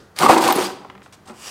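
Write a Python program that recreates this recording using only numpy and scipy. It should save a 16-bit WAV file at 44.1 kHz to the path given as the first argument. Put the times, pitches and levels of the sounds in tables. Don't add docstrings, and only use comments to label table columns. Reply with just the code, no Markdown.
import sys
import numpy as np
from scipy import signal
from scipy.fft import rfft, irfft
from scipy.io import wavfile
from scipy.ndimage import uniform_filter1d

SR = 44100
rng = np.random.default_rng(int(sys.argv[2]) if len(sys.argv) > 2 else 0)


def transcribe(u):
    v = np.clip(np.atleast_2d(u).T, -1, 1)
    q = np.round(v * 32767).astype(np.int16)
    wavfile.write(sys.argv[1], SR, q)


N = 66150
T = np.arange(N) / SR
BARREL_LOW_HZ = 106
SNAP, SNAP_S = 0.53, 0.00092

# (frequency [Hz], bandwidth [Hz], level [dB])
WALL_MODES = [(509.7, 10, -7.5), (563, 29, -6), (636, 32, -5.5), (754, 38.4, 0), (848, 45, -1.5),
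              (924, 53, -3), (1014, 46, -2), (1083, 21, -5), (1198, 140, -3.5), (1358, 55, -5.5),
              (1486, 170, -9), (1993, 100, -11), (2094, 110, -13.5), (2538, 84, -14)]
# (frequency [Hz], bandwidth [Hz], level [dB])
BOOM_MODES = [(126, 51, -20.5), (187.3, 9.6, -16), (229.8, 30, -11), (285, 44, -6.5), (316.7, 24, -7),
              (369, 22.5, -2.5), (391.3, 18.5, -3.5), (455.3, 44, -7.5)]
# (frequency [Hz], relative density [dB per Hz])
RASP_SPECTRUM = [(710, -63), (1200, -11), (1730, -12), (2790, -12.5), (4800, -17.5), (5900, -20.5),
                 (8820, -17.5), (11200, -27), (13600, -26.5), (16000, -38)]
# (frequency [Hz], bandwidth [Hz], level [dB])
STEEL_MODES = [(4600, 1800, -1), (10600, 50, -8.5), (13700, 1600, -13)]


def amp(db):
    return 10 ** (np.asarray(db) / 20)


def evened(x):
    return x / np.sqrt(np.mean(x ** 2) + 1e-20)


def read(points, hz):
    f, value = np.transpose(points)
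    return np.interp(np.log(hz + 1), np.log(f + 1), value)


def level(table, axis):
    rows = np.array(table)
    return amp(np.interp(T, rows[:, 0], rows[:, axis], -120, -120))


def add(mix, s, sound):
    part = mix[round(s * SR):][:len(sound)]
    part += sound[:len(part)]


def colour(x, spectrum):
    weight = amp(read(spectrum, np.fft.rfftfreq(N, 1 / SR)))
    return evened(irfft(rfft(x) * weight, N))


def ring(x, modes):
    total = 0
    for k, (hz, width, db) in enumerate(modes):
        mode = signal.lfilter(*signal.iirpeak(hz, hz / width, SR), x)
        total = total + (-1) ** k * amp(db) * mode / np.sqrt(width)
    return evened(total)


def tone(hz):
    return np.sqrt(2) * np.sin(2 * np.pi * np.cumsum(hz) / SR)


def grit(per_s, spread_db):
    size = amp(spread_db * np.minimum(rng.exponential(1, N), 4))
    sign = rng.choice([-1, 1], N)
    return evened(size * sign * (rng.random(N) < per_s / SR))


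def knock(db, hz, t60, bright_db):
    t = T[:3000]
    crack_t60 = 0.033
    band = signal.butter(2, (900, 2520), "band", fs=SR)
    crack = evened(signal.lfilter(*band, rng.standard_normal(len(t))))
    crack *= amp(bright_db - 60 * t / crack_t60) * (1 + SNAP * np.exp(-t / SNAP_S))
    attack = np.minimum(t / 0.00096, 1)
    body = attack * amp(-60 * t / t60) * np.sin(2 * np.pi * hz * t)
    return amp(db) * (body + crack)


def air():
    # (frequency [Hz], relative density [dB per Hz])
    air_spectrum = [(15, -43), (25, -19), (92, 4), (503, -6.5), (1290, -9.5), (2000, -14), (2160, -20),
                    (6920, -28.5), (16000, -35)]
    return amp(-51.5) * colour(rng.standard_normal(N), air_spectrum)


def earlier_burst():
    # (frequency [Hz], relative density [dB per Hz])
    burst_spectrum = [(150, -12), (455, -2.5), (856, -30), (1390, -10), (1990, -25), (4920, -22),
                      (12000, -38.5), (15600, -66)]
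    start_db, slope_db_per_s = -46.5, -130
    return amp(start_db + slope_db_per_s * T) * colour(rng.standard_normal(N), burst_spectrum)


def garage(x):
    # (frequency [Hz], reverberation time T60 [s])
    decay = [(200, 0.67), (400, 0.74), (1000, 0.69), (4000, 0.59), (12000, 0.31)]
    hz, t, z = signal.stft(rng.standard_normal(SR), SR, nperseg=256)
    tail = signal.istft(z * amp(-60 * t / read(decay, hz)[:, None]), SR, nperseg=256)[1]
    tail = np.concatenate([np.zeros(300), tail])
    return signal.fftconvolve(x, tail / np.linalg.norm(tail))[:N]


def rubbing():
    return grit(6000, 3.1) + 0.97 * rng.standard_normal(N)


def scuffs():
    # (start [s], length [s], level [dB], share of thin squeak [0-1])
    strokes = [(1.027, 0.053, -52, 0.2), (1.123, 0.034, -43.5, 0.11), (1.254, 0.022, -51.5, 0.3),
               (1.272, 0.053, -45, 0.26)]
    # (frequency [Hz], relative density [dB per Hz])
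    dull_spectrum = [(470, -27), (800, -0.5), (2070, -6.5), (3880, -4.5), (6740, -7.5), (8230, -10.5),
                     (16000, -27)]
    # (frequency [Hz], bandwidth [Hz], level [dB])
    squeak_mode = [(8260, 620, 0)]
    rise_s, fade_db = 0.003, -11.5
    rub, out = rubbing(), np.zeros(N)
    dull, thin = colour(rub, dull_spectrum), ring(rub, squeak_mode)
    for s, length, db, share in strokes:
        t = np.arange(0, length, 1 / SR)
        stroke = np.minimum(t / rise_s, 1) * amp(db + fade_db * (t / length) ** 2)
        mixed = (1 - share) * dull + share * thin
        add(out, s, stroke * mixed[round(s * SR):][:len(t)])
    return out


def thump():
    peak_s, rise_s = 1.3, 0.068
    peak_db, slope_db_per_s = -40, -250
    rub = rubbing()
    swell = np.clip(1 + (T - peak_s) / rise_s, 0, 1) ** 2
    push = swell * amp(peak_db + slope_db_per_s * np.maximum(T - peak_s, 0))
    out = push * (ring(rub, WALL_MODES) + amp(-3) * ring(rub, BOOM_MODES))
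    add(out, peak_s, knock(-34, hz=230, t60=0.13, bright_db=-40))
    return out


def wipe():
    # (time [s], level before the closing factor [dB])
    wiping = [(1.33, -58), (1.36, -50), (1.4, -42), (1.446, -36.5), (1.48, -32.5), (1.5, -37)]
    # (frequency [Hz], relative density [dB per Hz])
    wipe_spectrum = [(180, -38), (300, -11), (774, -8.5), (2880, -8), (3460, -13.5), (5610, -10.5),
                     (6400, -11.5), (7570, -8), (13800, -24), (16000, -27)]
    # (frequency [Hz], bandwidth [Hz], level [dB])
    ribs = [(1150, 330, -2), (2085, 120, 1), (2850, 160, 2), (3840, 146, 1), (4770, 200, 2), (5700, 150, 9)]
    end_db, slope_db_per_s = 1, 60
    grain = rubbing() + grit(1500, 2.9)
    rib_gain = amp(end_db + slope_db_per_s * (T - T[-1]))
    return level(wiping, axis=1) * (colour(grain, wipe_spectrum) + rib_gain * ring(grain, ribs)) / np.sqrt(2)


def taps():
    # (time [s], level [dB], pitch [Hz], crack re tone [dB], barrel ring re tone [dB])
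    strikes = [(.8478, -22, 1050, -26, -9), (0.8995, -27, 1190, -9, -10), (0.952, -32, 1180, -10, -7),
               (.978, -42, 980, -4, 1), (1.019, -43, 2380, -1, -5), (1.061, -36, 845, -7, -5),
               (1.2965, -30, 1100, -14, -6)]
    out = np.zeros(N)
    impulse = 1. * (np.arange(4000) == 0)
    blow = ring(impulse, WALL_MODES + BOOM_MODES[-3:])
    blow /= abs(blow).max()
    for s, db, hz, bright_db, ring_db in strikes:
        add(out, s, knock(db, hz, 0.012, bright_db))
        add(out, s, amp(db + ring_db) * blow)
    return out


def hum():
    # (time [s], level [dB])
    humming = [(.6, -47), (.66, -38.5), (.77, -50), (.82, -96), (.87, -59), (.99, -47), (1.09, -59),
               (1.16, -82)]
    hum_hz, width_hz = 196, 4.14
    fuzz = ring(rng.standard_normal(N), [(hum_hz, width_hz, 0)])
    return level(humming, axis=1) * (tone(np.full(N, hum_hz)) + 0.1253 * fuzz)


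def squeals():
    # (start [s], length [s], peak level [dB], pitch [Hz])
    cries = [(.548, .03, -34, 10100), (.546, .028, -38, 13500), (.61, .028, -34, 3250),
             (.595, .04, -37, 5600), (.644, .032, -32, 4900)]
    out, noise = np.zeros(N), rng.standard_normal(N)
    for s, length, db, hz in cries:
        swell = np.sin(np.pi * np.arange(0, length, 1 / SR) / length)
        squeal = ring(noise, [(hz, 160, 0)])
        add(out, s, amp(db) * swell * squeal[round(s * SR):][:len(swell)])
    return out


def clacks():
    # (time [s], level before a common cut [dB], strongest ring [Hz], weight of that ring [1])
    snaps = [(0.164, -35, 4640, 2.2), (0.188, -7.5, 9600, 0.32), (0.378, -15, 7800, 0.67),
             (0.409, -21, 8660, 0.62), (0.477, -9, 13700, 0.22), (0.525, -11.5, 13500, 0.61)]
    common_db, t60, width_hz = -10, 0.032, 350
    out, noise, t = np.zeros(N), rng.standard_normal(N), T[:3000]
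    steel = evened(ring(noise, STEEL_MODES) + 1.34 * colour(noise, RASP_SPECTRUM))
    for s, db, hz, weight in snaps:
        clack = steel + weight * ring(noise, [(hz, width_hz, 0)])
        decay = amp(db + common_db - 60 * t / t60) * (1 + SNAP * np.exp(-t / SNAP_S))
        add(out, s, decay * clack[round(s * SR):][:3000])
    return out


def shaft():
    # (time [s], mean pitch [Hz], level [dB])
    spin = [(0.192, 120.5, -48), (0.22, 170, -27.5), (0.261, 192.2, -27.5), (0.301, 225, -53),
            (0.338, 266.7, -38), (0.461, 324.2, -39), (0.582, 368.2, -32), (0.659, 355.6, -37),
            (.7, 343, -78)]
    time, pitch, _ = np.transpose(spin)
    wobble = evened(uniform_filter1d(rng.standard_normal(N), size=600))
    return level(spin, axis=2) * tone(np.interp(T, time, pitch) * (1 + 0.007 * wobble))


def drone():
    # (time [s], level [dB], pitch [Hz])
    note = [(.29, -37, 345), (.325, -15, 336), (.355, -23, 324), (.385, -19, 330), (.42, -33, 335),
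            (.465, -19.5, 325), (.5, -23, 345), (.52, -35, 350)]
    time, _, pitch = np.transpose(note)
    return level(note, axis=1) * tone(np.interp(T, time, pitch))


def catches():
    # (time [s], level before a common cut [dB], pitch [Hz])
    bites = [(0.212, -7.5, 724), (0.233, 3, 1100), (.241, -11.5, 813), (0.249, -3, 1023), (.257, -5.5, 900),
             (0.263, 7, 1184), (0.2912, 1.5, 1126), (.296, 4, 779), (.303, 3.5, 854), (0.309, 3, 1098),
             (.319, 2, 789), (0.327, 0, 850), (0.336, 1.5, 900), (0.3827, 1, 1004), (0.411, -5.5, 925),
             (.427, -1.5, 910), (.445, -6, 880), (0.464, -9, 820), (0.488, -2, 1043), (0.503, -3, 830),
             (.515, -9.5, 780)]
    out = np.zeros(N)
    for s, db, hz in bites:
        add(out, s, knock(db - 5.5, hz, t60=0.029, bright_db=-25.5))
    return out


def cutting():
    # (time [s], wall level [dB], boom level [dB], rasp level [dB])
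    bite = [(.15, -69, -72, -71), (.164, -47, -61, -41), (.183, -39, -51, -37), (.188, -34.5, -42, -32.5),
            (.21, -20.5, -26, -24.5), (.25, -13, -16, -22.5), (.266, -10.5, -25.5, -26),
            (.278, -28.5, -20, -32.5), (.298, -9.5, -17.5, -19.5), (.33, -9, -20, -23.5),
            (.346, -33.5, -23, -23), (.368, -18.5, -19.5, -36), (.382, -22, -25.5, -22),
            (.4, -16, -22.5, -36), (.41, -26, -23.5, -28), (.434, -17.5, -22.5, -22),
            (.458, -20.5, -19.5, -23.5), (.47, -17.5, -23.5, -30), (.48, -22, -25, -23.5),
            (.508, -16, -23.5, -24.5), (.53, -22, -31, -31.5), (.542, -38, -44, -38.5),
            (.562, -32, -20.5, -26), (.574, -25.5, -25.5, -30), (.628, -26.5, -28, -27),
            (.666, -35, -33.5, -30), (.685, -37, -37, -40.5), (.72, -38.5, -49, -45)]
    chatter = grit(per_s=900, spread_db=4)
    chatter = signal.lfilter(*signal.butter(4, BARREL_LOW_HZ, "high", fs=SR), chatter)
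    wall = ring(chatter, WALL_MODES)
    boom = ring(evened(chatter) + 0.78 * rng.standard_normal(N), BOOM_MODES)
    teeth = grit(per_s=5000, spread_db=4) + 0.62 * rng.standard_normal(N) + 0.59 * chatter
    rasp = evened(colour(teeth, RASP_SPECTRUM) + amp(-13) * ring(teeth, STEEL_MODES))
    return level(bite, axis=1) * wall + level(bite, axis=2) * boom + level(bite, axis=3) * rasp


def scene():
    hand = scuffs() + thump() + wipe()
    barrel = taps() + hum()
    drill = squeals() + clacks() + shaft() + drone() + catches() + cutting()
    near = hand + barrel + drill
    near = signal.lfilter(*signal.butter(2, BARREL_LOW_HZ / 2, "high", fs=SR), near)
    return (near + amp(-10.5) * garage(near) + air() + earlier_burst())[None]


def record(dry):
    ceiling, edge_hz = 1.02, 15900
    held = dry / (1 + abs(dry / ceiling) ** 8) ** .125
    lowpass = signal.firwin(511, edge_hz, window=("kaiser", 9), fs=SR)
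    return signal.oaconvolve(held, lowpass[None], "same")


dry = scene()
out = record(dry)
transcribe(out)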